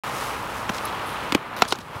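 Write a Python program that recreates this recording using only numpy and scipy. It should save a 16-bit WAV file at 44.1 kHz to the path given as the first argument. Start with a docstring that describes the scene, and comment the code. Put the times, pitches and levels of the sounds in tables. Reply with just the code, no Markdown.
"""Inline skate wheels roar over smooth concrete with crackling grit and a faint low rumble of wind.
The skates bump over a joint, scuff sideways, kick off in a jump and slap down one after the other.
A short squeak falls between the last blows; the loudest landing overloads the microphone.
Roar, grit and scuffs are filtered random grains, blows are damped modes plus noise, and the squeak
is a rough tone. Blows and squeak also scatter weakly from the park; wind and hush are filtered noise."""
import sys
import numpy as np
from scipy import signal
from scipy.fft import rfft, irfft
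from scipy.io import wavfile
from scipy.ndimage import uniform_filter1d

SR = 44100
rng = np.random.default_rng(int(sys.argv[2]) if len(sys.argv) > 2 else 0)


def inscribe(sig):
    """Save sig as 16-bit PCM at rate SR to the path in sys.argv[1].

    A 1-D sig is mono; a 2-D sig holds one channel per row.
    Samples are clipped to [-1, 1] before scaling.
    """
    pcm = np.round(np.clip(np.atleast_2d(sig).T, -1, 1) * 32767)
    wavfile.write(sys.argv[1], SR, pcm.astype(np.int16))


N = 88200
T = np.arange(N) / SR


def undb(db):
    """Decibels to gain."""
    return 10 ** (np.asarray(db) / 20)


def unit(x):
    """Scale to rms 1."""
    return x / np.sqrt(np.mean(x ** 2))


def curve(table, axis=1):
    """One column of a table, joined by straight lines in time."""
    rows = np.array(table)
    return np.interp(T, rows[:, 0], rows[:, axis])


def colour(x, points):
    """Shape a sound with a spectrum of (Hz, dB) points, straight in log frequency; rms 1."""
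    hz, db = np.array(points).T
    f = np.fft.rfftfreq(N, 1 / SR) + 1e-6
    gain = undb(np.interp(np.log(f), np.log(hz), db))
    return unit(irfft(rfft(x) * gain, N))


def band(x, hz, width_hz):
    """A resonance applied twice, for steep skirts; rms 1."""
    f = np.fft.rfftfreq(len(x), 1 / SR) + 1e-6
    detuning = (f - hz * hz / f) / width_hz
    return unit(irfft(rfft(x) / (1 + detuning ** 2), len(x)))


def noise(size=N):
    """White noise."""
    return rng.standard_normal(size)


def walk(rate_hz, size=N):
    """Smooth random wander, rms 1: noise averaged twice over 1 / rate."""
    k = max(int(SR / rate_hz), 1)
    return unit(uniform_filter1d(uniform_filter1d(noise(size), k), k))


def grains(per_s, spread_db, size=N):
    """Random tiny contacts of uneven size and either sign."""
    hit = rng.random(size) < per_s / SR
    sign = np.sign(noise(size))
    return hit * sign * undb(spread_db * noise(size))


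def fade(age, t60_s):
    """Exponential decay from age 0, down 60 dB after t60."""
    return np.exp(-np.log(1000) * np.maximum(age, 0) / t60_s)


def ring(age, modes, ratio):
    """Damped modes struck at age 0, neighbours in opposite directions; ratio scales their pitch."""
    age = np.maximum(age, 0)
    total = 0
    for k, (hz, db, t60_s) in enumerate(modes):
        tone = np.sin(2 * np.pi * hz * ratio * age)
        total = total + (-1) ** k * undb(db) * fade(age, t60_s) * tone
    return total


def add(out, start_s, x):
    """Mix a short sound in at its start time."""
    i = int(start_s * SR)
    out[i:i + len(x)] += x[:N - i]


# Wheel roar on concrete. Each row: time in seconds, level in dB.
ROLL_LEVEL = [(.04, -29.5), (.25, -30), (.65, -31.5), (.95, -30.5), (1.33, -30.5), (1.39, -35.5),
              (1.5, -35), (1.61, -32), (1.68, -36.5), (1.76, -38.5), (1.82, -42), (1.89, -40), (1.95, -34),
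              (2.0, -37)]
# Roar spectrum. Each row: frequency in Hz, relative level in dB.
ROLL_SPECTRUM = [(60, -17), (130, -17), (210, -6), (330, -5.5), (520, -2.5), (650, -3.5), (850, 0.5),
                 (1250, 1), (1550, -5.5), (2200, -9), (2800, -11.5), (4000, -19.5), (6500, -40),
                 (16000, -39)]
# Fine grit under the wheels. Each row: time in seconds, level in dB.
GRIT_LEVEL = [(.04, -42), (.13, -41.5), (.18, -37), (.28, -38.5), (.37, -44), (.48, -46), (.58, -41.5),
              (.67, -47.5), (.8, -43), (.95, -47.5), (1.33, -46.5), (1.39, -55), (1.55, -57), (1.75, -54.5),
              (1.91, -55.5), (1.96, -49.5), (2.0, -51)]
# Grit spectrum. Each row: frequency in Hz, relative level in dB.
GRIT_SPECTRUM = [(1200, 3), (2500, 1.5), (5000, 4.5), (7500, 0.5), (11000, 0), (16000, -8)]
ROLL_GRAINS_PER_S, ROLL_SPREAD_DB, ROLL_FLUTTER_DB = 12000, 2.5, .5
GRIT_PER_S, GRIT_SPREAD_DB = 4000, 1.5


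def rolling():
    """The grain of the concrete drums the wheels; fine grit crackles on top."""
    roar = colour(grains(ROLL_GRAINS_PER_S, ROLL_SPREAD_DB), ROLL_SPECTRUM)
    roar_db = curve(ROLL_LEVEL) + ROLL_FLUTTER_DB * walk(61)
    grit = colour(grains(GRIT_PER_S, GRIT_SPREAD_DB), GRIT_SPECTRUM)
    return roar * undb(roar_db) + grit * undb(curve(GRIT_LEVEL))


# Low wind rumble. Each row: time in seconds, level in dB.
WIND_LEVEL = [(.04, -41.5), (1.3, -42.5), (1.4, -49), (2.0, -49)]
# Rumble spectrum. Each row: frequency in Hz, relative level in dB.
WIND_SPECTRUM = [(20, -32), (42, -12), (53, -7), (60.5, -3), (68, -10.5), (130, -8), (300, -22.5),
                 (2000, -70)]
# Distant outdoor hush. Each row: frequency in Hz, relative level in dB.
DISTANT_SPECTRUM = [(50, -56), (100, 4), (160, 4.5), (300, -7), (1000, -3), (4000, -56)]
DISTANT_DB = -46.5
BUFFET_S, BUFFET_WIDTH_S, BUFFET_HZ, BUFFET_DB = 1.965, 0.0057, 122, -27


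def wind():
    """A faint low rumble, the distant outdoor hush, and one soft buffet from the passing skate."""
    rumble = colour(noise(), WIND_SPECTRUM) * undb(curve(WIND_LEVEL))
    hush = undb(DISTANT_DB) * colour(noise(), DISTANT_SPECTRUM)
    age = T - BUFFET_S
    swell = np.exp(-(age / BUFFET_WIDTH_S) ** 2)
    buffet = undb(BUFFET_DB) * swell * np.sin(2 * np.pi * BUFFET_HZ * age)
    return rumble + hush + buffet


# Skates striking the ground. Each row: start in seconds, frame ring in dB, frame pitch ratio,
# crack in dB, crack centre in Hz, thump in dB, thump pitch in Hz, crushed grit in dB.
BLOWS = [(0.693, -18.5, 1.2, -23.5, 2760, -17.5, 208, -57),
         (0.6966, -15.5, 1.07, -32.5, 3800, -14, 190, -38), (0.7821, -37, 1.17, -28, 3000, -35, 300, -53),
         (1.3224, -15, 1.3, -15.5, 2760, -9.5, 286, -37), (1.3483, -12, 1.14, -13.5, 2720, -1, 292, -30),
         (1.3569, -29, 1.6, -34, 2000, -16.5, 194, -54), (1.565, -26, 1.1, -34, 3100, -55, 300, -41),
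         (1.621, 0.5, 0.99, -9, 2740, -10.5, 222, -32.5), (1.6365, -31, 1.7, -42, 2000, -30, 250, -60),
         (1.6524, -24, 1.26, -39, 3000, -24, 250, -58), (1.7235, -9.5, 1.06, -14.5, 2950, -11.5, 372, -53),
         (1.751, -28, 1.1, -54, 3000, -41, 300, -65), (1.756, -47, 1.1, -36.5, 4000, -30, 300, -63),
         (1.7865, -32, 1.2, -33.5, 3200, -25, 220, -45)]
# Wheel, frame and boot shell. Each row: frequency in Hz at ratio 1, level in dB, t60 in seconds.
FRAME_MODES = [(420, -9.5, .02), (737, -2, 0.022), (978, 0.5, 0.013), (1373, -2.5, 0.02),
               (2030, -14.5, 0.017), (2626, -8, 0.013), (3370, -22, 0.027), (5520, -15.5, 0.02),
               (7400, -38, .016)]
CRACK_HOLD_S, CRACK_T60_S, CRACK_WIDTH_RATIO = 0.0012, 0.018, 0.87
THUMP_LAG_S, THUMP_RISE_S, THUMP_T60_S = 0.00253, 0.00094, 0.024
BOOT_OVERTONE_RATIO, BOOT_OVERTONE_DB = 2, -15


def blows():
    """The wheels crack on the concrete and ring the frame; the boot thumps as the weight follows."""
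    out = np.zeros(N)
    age = T[:2048]
    late = np.maximum(age - THUMP_LAG_S, 0)
    thump_rise = 1 - np.exp(-late / THUMP_RISE_S)
    # frequencies are multiples of the thump pitch
    boot = [(1, 0, THUMP_T60_S), (BOOT_OVERTONE_RATIO, BOOT_OVERTONE_DB, THUMP_T60_S)]
    for start_s, ring_db, ratio, crack_db, crack_hz, thump_db, thump_hz, grit_db in BLOWS:
        frame = undb(ring_db) * ring(age, FRAME_MODES, ratio)
        contact = undb(crack_db) * band(noise(len(age)), crack_hz, crack_hz * CRACK_WIDTH_RATIO)
        crushed = undb(grit_db) * band(noise(len(age)), 10700, 6900)
        crack = (contact + crushed) * fade(age - CRACK_HOLD_S, CRACK_T60_S)
        thump = -undb(thump_db) * ring(late, boot, thump_hz) * thump_rise
        add(out, start_s, frame + crack + thump)
    return out


PARK_DB, PARK_T60_S, PARK_HZ = -36, 0.14, 1210


def park(x):
    """Weak, short scatter from ramps and ledges: convolution with decaying band noise."""
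    age = T[:16384]
    echo = band(noise(len(age)), PARK_HZ, 3 * PARK_HZ) * fade(age, PARK_T60_S)
    return undb(PARK_DB) * signal.fftconvolve(x, echo / np.linalg.norm(echo))[:N]


# Wheels sliding sideways. Each row: start in seconds, length in seconds, level in dB,
# centre in Hz, width in Hz.
SCUFFS = [(0.734, .055, -42.5, 4700, 6000), (0.849, 0.047, -41.5, 3820, 3000),
          (0.851, .01, -37, 11000, 3500), (.89, 0.51, -45.5, 2830, 1790), (1.056, 0.1, -48, 10500, 3500),
          (1.568, 0.11, -43, 3100, 3470), (1.57, .056, -50, 12000, 4000), (1.676, 0.074, -38.5, 4700, 2800),
          (1.676, 0.042, -43.5, 9350, 3500), (1.803, 0.019, -47, 4270, 4000)]
SCUFF_ATTACK_S, SCUFF_RELEASE_SHARE = 0.0021, 0.34
SCUFF_CHATTER_DB, SCUFF_CHATTER_HZ = 3.45, 590


def scuffs():
    """Each slide is a chattering patch of denser grit that starts fast and tapers off."""
    out = np.zeros(N)
    age = T[:24000]
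    for start_s, length_s, db, hz, width_hz in SCUFFS:
        attack = np.clip(age / SCUFF_ATTACK_S, 0, 1)
        release = np.clip((length_s - age) / (length_s * SCUFF_RELEASE_SHARE), 0, 1) ** .5
        chatter_db = SCUFF_CHATTER_DB * walk(SCUFF_CHATTER_HZ, size=len(age))
        scrape = band(grains(7000, spread_db=5, size=len(age)), hz, width_hz)
        add(out, start_s, undb(db + chatter_db) * attack * release * scrape)
    return out


# Small metallic tick. Each row: frequency in Hz at ratio 1, level in dB, t60 in seconds.
TICK_MODES = [(5700, -9, .012), (10200, -3, 0.015), (10900, 4, 0.014), (14100, -6, 0.048)]
TICK_S, TICK_DB, TICK_PITCH_RATIO = .8535, -27.5, 0.92


def tick():
    """One light metallic tick: a few high damped modes."""
    out = np.zeros(N)
    add(out, TICK_S, undb(TICK_DB) * ring(T[:2048], TICK_MODES, TICK_PITCH_RATIO))
    return out


# A wheel squeals as it grips. 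Each row: time in seconds, pitch in Hz, level in dB.
SQUEAK = [(1.68, 3400, -43), (1.704, 3520, -45), (1.708, 4110, -35), (1.714, 4430, -34), (1.717, 3120, -30),
          (1.723, 3450, -37), (1.726, 3400, -60)]
SQUEAK_ROUGH_SHARE, SQUEAK_ROUGH_HZ, SQUEAK_OCTAVE_DB = 0.0443, 1460, -10


def squeak():
    """Stick-slip of a wheel: a rough, wavering tone with its octave."""
    pitch_hz = curve(SQUEAK) * (1 + SQUEAK_ROUGH_SHARE * walk(SQUEAK_ROUGH_HZ))
    phase = 2 * np.pi * np.cumsum(pitch_hz) / SR
    tone = np.sin(phase) + undb(SQUEAK_OCTAVE_DB) * np.sin(2 * phase)
    sounding = (T > SQUEAK[0][0]) & (T < SQUEAK[-1][0])
    return sounding * undb(curve(SQUEAK, axis=2)) * tone


def scene():
    """Rolling, slides and blows in the open air; blows, tick and squeak scatter from the park."""
    hits = blows() + tick() + squeak()
    return (rolling() + wind() + hits + park(hits) + scuffs())[None]


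START_S, LOW_CUT_HZ, CEILING, TOP_HZ = .036, 59, .73, 15750


def record(dry):
    """Cut the deepest bass, stay silent until the start, flatten the loudest peaks, cut the top."""
    low_cut = signal.butter(2, LOW_CUT_HZ, "high", fs=SR, output="sos")
    x = signal.sosfilt(low_cut, dry) * (T > START_S)
    clipped = x / (1 + (x / CEILING) ** 6) ** (1 / 6)
    top_cut = signal.ellip(10, .2, 80, TOP_HZ, fs=SR, output="sos")
    return signal.sosfilt(top_cut, clipped)


dry = scene()
out = record(dry)
inscribe(out)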